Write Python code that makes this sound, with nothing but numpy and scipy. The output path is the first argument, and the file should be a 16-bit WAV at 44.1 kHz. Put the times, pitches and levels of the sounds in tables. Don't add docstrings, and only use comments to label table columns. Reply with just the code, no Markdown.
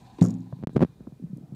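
import sys
import numpy as np
from scipy import signal
from scipy.fft import rfft, irfft
from scipy.io import wavfile
from scipy.ndimage import uniform_filter1d

SR = 44100
rng = np.random.default_rng(int(sys.argv[2]) if len(sys.argv) > 2 else 0)


def persist_wave(psi):
    counts = np.round(np.clip(psi, -1, 1) * 32767).astype(np.int16)
    wavfile.write(sys.argv[1], SR, np.atleast_2d(counts).T)


def boost(x):
    u = np.asarray(x, float) / 20
    return 10 ** u


N = 68355
T = np.arange(N) / SR


def ring(x, modes):
    out = 0
    for hz, db, t60 in modes:
        pole = np.exp(2j * np.pi * hz / SR - np.log(1000) / (t60 * SR))
        out = out + boost(db) * signal.lfilter([1], [1, -pole], x).imag
    return out


def band(hz, width):
    b, a = signal.iirpeak(hz, hz / width, fs=SR)
    once = signal.lfilter(b, a, rng.standard_normal(N))
    x = signal.lfilter(b, a, once)
    return x / x.std()


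def walk(rate):
    k = int(SR / rate)
    x = uniform_filter1d(uniform_filter1d(rng.standard_normal(N), k), k)
    return x / x.std()


def slow_air(order, hz):
    low = signal.butter(order, hz, fs=SR, output="sos")
    x = signal.sosfilt(low, rng.standard_normal(N))
    return x / x.std()


def push(at, ms):
    return np.sin(np.pi * np.clip((T - at) / ms * 1000, 0, 1)) ** 2


def bursts(table):
    out = 0
    for at, db, t60, hz, width in table:
        fade = boost(db - 60 * np.maximum(T - at, 0) / t60)
        onset = np.clip((T - at) / 0.0011, 0, 1)
        out = out + band(hz, width) * fade * onset
    return out


def bending(table):
    out = 0
    for at, db, hz, spread, t60 in table:
        u = np.maximum(T - at, 0)
        cycles = hz * u + spread * np.log1p(u / .0012)
        onset = 1 - np.exp(-u / .0012)
        out = out + boost(db - 60 * u / t60) * np.sin(2 * np.pi * cycles) * onset
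    return out


# centre pitch in Hz, width in Hz, level in dB.
EARLIER = [(781, 150, -59.5), (990, 115, -62.5), (1660, 450, -74), (2460, 720, -72), (3910, 1400, -68),
           (7050, 3100, -74.5)]


def earlier_shot():
    t60_s = 2.98
    echoes = sum(boost(db + 2.4 * walk(60)) * band(hz, width) for hz, width, db in EARLIER)
    return boost(-60 * T / t60_s) * echoes


# pitch in Hz, level in dB per Hz.
AIR = [(300, 0.5), (500, -8), (800, -22), (1300, -24), (2000, -19), (4000, -19.5), (8000, -22),
       (16000, -26)]


def hiss():
    level_db = -67.5
    f = np.fft.rfftfreq(N, 1 / SR) + 1
    air = np.array(AIR)
    colour = boost(np.interp(np.log(f), np.log(air[:, 0]), air[:, 1]))
    x = irfft(rfft(rng.standard_normal(N)) * colour, N)
    return boost(level_db) * x / x.std()


def wind():
    wind_db, wind_hz, sway_db, sway_hz = -29, 23.9, 11, 45
    stir = slow_air(2, wind_hz)
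    sway = slow_air(4, sway_hz)
    gusts = boost(2.5 * walk(25))
    return boost(wind_db) * gusts * (stir + boost(sway_db) * sway)


# pitch in Hz, width in Hz, level in dB.
LAMPS = [(1280, 23, -87.5), (1520, 25, -93), (1773, 20, -91.5), (2116, 22, -95.5), (2430, 24, -85.5)]


def lamps():
    return sum(boost(db + 2.3 * walk(6)) * band(hz, width) for hz, width, db in LAMPS)


# start in seconds, level in dB, last pitch in Hz, extra cycles, time to fade by 60 dB in seconds.
SINKS = [
    (.02, -33.4, 118, .074, .35),
    (1.0059, -26.5, 79.5, .322, .08),
    (1.0716, -13, 55.3, .086, .028),
]


def sinks():
    return -bending(SINKS)


# start in seconds, level in dB, time to fade by 60 dB in seconds, centre in Hz, width in Hz.
CRACKS = [(0.184, -42.5, 0.079, 960, 120), (0.186, -36, 0.54, 314, 88), (.184, -54, 0.095, 2600, 3100),
          (0.211, -45, 0.053, 3840, 1100), (0.21, -52.5, 0.21, 7000, 3300), (.2185, -34, 0.059, 670, 650),
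          (0.25, -40, 0.052, 1210, 400), (.2395, -39, 0.059, 590, 400), (.238, -43.5, 0.054, 7400, 5700),
          (.238, -60, 0.076, 12000, 4000), (.24, -36, 0.21, 496, 126), (0.16, -69, 0.43, 730, 600),
          (.24, -63, 0.39, 3500, 2700), (.225, -20.5, 0.39, 188, 109), (0.73, -70, 0.021, 6400, 5600),
          (1.372, -48, 0.0081, 9400, 11000), (2.1, -67, 0.1, 760, 1200), (1.1, -66, .3, 600, 300),
          (0.66, -72.5, 2.1, 3800, 860), (0.67, -75, 1.7, 1610, 260), (.70, -87, .3, 4800, 1200),
          (.73, -70, 0.18, 7900, 3700), (1.4, -48, 0.53, 280, 58)]


def cracks():
    return bursts(CRACKS)


# start in seconds, peak level in dB, contact time in ms, direction of the push (1 or -1).
THUDS = [(0.211, -59, 1.2, -1), (.219, -26.5, 1.9, 1), (.2218, -40.5, 0.79, 1), (0.2393, -30.5, 1.9, 1),
         (0.527, -28, 7.94, 1), (0.554, -50, 5, 1), (0.565, -44.5, 6.1, 1), (.589, -49.5, 2.5, 1),
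         (0.598, -42, 6.5, 1), (0.612, -39.5, 6.1, 1), (.712, -45.5, 6.7, 1), (0.731, -45, 3.2, 1),
         (.742, -42, 7.6, 1), (0.889, -39, 11, 1), (1.05, -57, 2.4, -1), (1.0704, -52, 0.95, 1),
         (1.1227, -64, 1, 1), (1.223, -39.5, 4, 1), (1.269, -50, 4.4, 1), (1.364, -40.5, 3.94, 1),
         (1.381, -42.5, 3.06, 1), (1.41, -45.5, 4.4, 1), (1.489, -51.5, 5.2, -1), (1.537, -41, 5, 1),
         (1.5492, -60, 0.2, -1), (1.0066, -64, 0.76, -1), (0.899, -48.5, 13, -1), (.955, -50, 7.4, 1),
         (1.156, -46, 10.8, 1), (1.477, -55.5, 3, 1)]

# pitch in Hz, level in dB, time to fade by 60 dB in seconds.
BOARDS = [(142.5, 1, 0.1), (181, 0.5, 0.066), (260, -5.5, 0.045), (301, 5.5, 0.03)]


def thuds():
    shove_db, boards_db = 14.0, -6.5
    force = sum(np.sign(sign) * boost(db + shove_db) * push(at, ms) for at, db, ms, sign in THUDS)
    return force + boost(boards_db) * ring(force / 100, BOARDS)


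# start in seconds, level in dB, time to fade by 60
# dB in seconds, centre in Hz, width in Hz.
SCRAPES = [
    (.211, -44, 0.079, 1890, 1990),
    (.211, -48.5, 0.029, 4830, 500),
    (.586, -63, 0.22, 550, 403),
    (.86, -68, 0.44, 1090, 897),
    (1.42, -65, 2.8, 697, 220),
    (1.43, -77, 1.5, 1230, 350),
    (1.5485, -59, 0.041, 3000, 8000),
]


def scrapes():
    return bursts(SCRAPES)


# pitch in Hz, level in dB, time to fade by 60 dB in seconds.
PANEL = [(114.4, 4, 0.623), (114.4, -9, 0.18), (171.3, -12, 0.62), (176.5, 1.5, 0.57), (216.6, -4.5, 0.44),
         (258.8, -4, 0.67), (268, -11, 0.2), (313, -7.5, 0.64), (345, -6, 0.35), (400, -22, 0.24),
         (455, -1, 0.21), (537, -20, 0.18)]


def wall():
    slam_s, slam_db, slam_ms = .2135, -13, 4.42
    flutter_db, flutter_hz = 3, 45
    punch = (151.4, 4, 0.061)
    force = push(slam_s, slam_ms) / (slam_ms * SR / 2000)
    boom = sum(boost(flutter_db * walk(flutter_hz)) * ring(force, [mode]) for mode in PANEL)
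    return boost(slam_db) * boom + ring(force, [punch])


# start in seconds, peak level in dB.
RATTLE = [(.2136, -39), (.2261, -27), (.2319, -38), (.2402, -36), (.2449, -41), (.249, -33), (.2523, -34),
          (.261, -39), (.2637, -40), (.2706, -34), (.2771, -44), (.2855, -40), (.2977, -43), (.3057, -42),
          (.3086, -44), (.3149, -57), (.341, -50), (.3501, -49), (.3854, -56), (.4061, -56), (.4211, -60),
          (.4295, -62)]

# pitch in Hz, level in dB, time to fade by 60 dB in seconds.
FITTING = [(5770, -1, 0.0063), (6740, 3, 0.0063), (7020, 1, 0.006), (9000, -7.5, 0.0051),
           (12800, -0.5, 0.001)]


def rattle():
    level_db, roughness = -12.5, 0.79
    ticks = np.zeros(N)
    for at, db in RATTLE:
        hits = np.array([2, 0, 0]) + roughness * rng.standard_normal(3)
        ticks[int(at * SR) + np.array([0, 5, 11])] = boost(db + level_db) * hits
    metal = ring(uniform_filter1d(ticks, size=2), FITTING)
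    return signal.sosfilt(signal.butter(3, [4600, 13500], "band", fs=SR, output="sos"), metal)


# start in seconds, level in dB.
TAPS = [
    (.526, -23),
    (1.381, -46),
]

# pitch in Hz, level in dB, time to fade by 60 dB in seconds.
BALL = [(630, -6.5, 0.015), (1005, -9.5, 0.012), (1560, -14.5, 0.0091)]


def taps():
    tap_ms = 0.83
    force = sum(boost(db) * push(at, tap_ms) for at, db in TAPS) / (tap_ms * SR / 2000)
    return -ring(force, BALL)


# start in seconds, length in ms, speed at start and speed at end in full scale per second.
SWINGS = [(0.61254, 15.02, -13, 127), (0.63693, 6.77, -319, -102), (0.67163, 10.07, 495, 1),
          (0.69416, 10.64, -128, -35), (0.7502, 7.2, 0, -556), (0.7574, 3.0, -507, 158),
          (0.761, 1.76, -240, 828), (0.7653, 1.1, -1024, -1627), (0.77436, 4.11, 330, 476),
          (0.794, 9.07, -388, -27), (0.8024, 4.03, 4, 320), (0.80586, 1.97, 330, -394),
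          (0.80793, 0.97, 387, -755), (0.8171, 2.8, 1214, -95), (0.82266, 1.01, -42, 1621),
          (0.82736, 1.01, -1456, -1484), (0.83363, 1.37, 996, 1007), (0.84807, 10.53, -532, -7)]


def draught():
    pinned_s = .03
    snap_s, snap = .6717, 0.034
    next_starts = [swing[0] for swing in SWINGS[1:]] + [9]
    travel, free = 0, np.ones(N)
    for (at, ms, v0, v1), next_start in zip(SWINGS, next_starts):
        end = at + ms / 1000
        u = np.clip((T - at) / ms * 1000, 0, 1)
        travel = travel + ms / 1000 * (v0 * u + (v1 - v0) * u * u / 2)
        if next_start - at - ms / 1000 < pinned_s:
            free[(T > end) & (T < next_start)] = 0
    return travel + snap * (T > snap_s), uniform_filter1d(free, size=9)


# start in seconds, level in dB, last pitch in Hz, extra cycles, time to fade by 60 dB in seconds.
HEELS = [
    (.7492, -23, 230, .4, .04),
    (1.3306, -13.5, 136, 0, .05),
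    (1.4328, -22, 141, 0, .045),
    (1.5226, -15, 129, 0, .034),
]

LIFTS = [
    (1.2371, -16.5, 160, 0, .065),
    (1.2975, -31, 191, 0, .166),
]


def soles():
    soft = 40
    steps = bending(HEELS) - bending(LIFTS)
    return uniform_filter1d(uniform_filter1d(steps, size=soft), size=soft)


# start in seconds, level in dB, last pitch in Hz, extra cycles, time to fade by 60 dB in seconds.
KNOCKS = [
    (1.0741, -21.8, 67.5, .434, .054),
    (1.1224, -26.6, 118, .116, .1),
    (1.1972, -33.5, 202, .281, .064),
]


def knocks():
    return bending(KNOCKS)


def scene():
    travel, free = draught()
    hits = rattle() + cracks()
    floor = thuds() + taps() + knocks() + sinks() + soles()
    background = earlier_shot() + hiss() + wind() + lamps()
    sound = hits + floor + background + scrapes() + wall()
    followed = np.cumsum(np.diff(sound, prepend=sound[0]) * free)
    return (followed + travel)[None]


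def roll_off(x):
    return signal.sosfilt(signal.butter(12, 16510, fs=SR, output="sos"), x)


def record(dry):
    x = signal.sosfilt(signal.butter(4, 167, "high", fs=SR, output="sos"), dry)
    x = signal.sosfilt(signal.ellip(8, .2, 30, 15600, fs=SR, output="sos"), x)
    return roll_off(x)


dry = scene()
out = record(dry)
persist_wave(out)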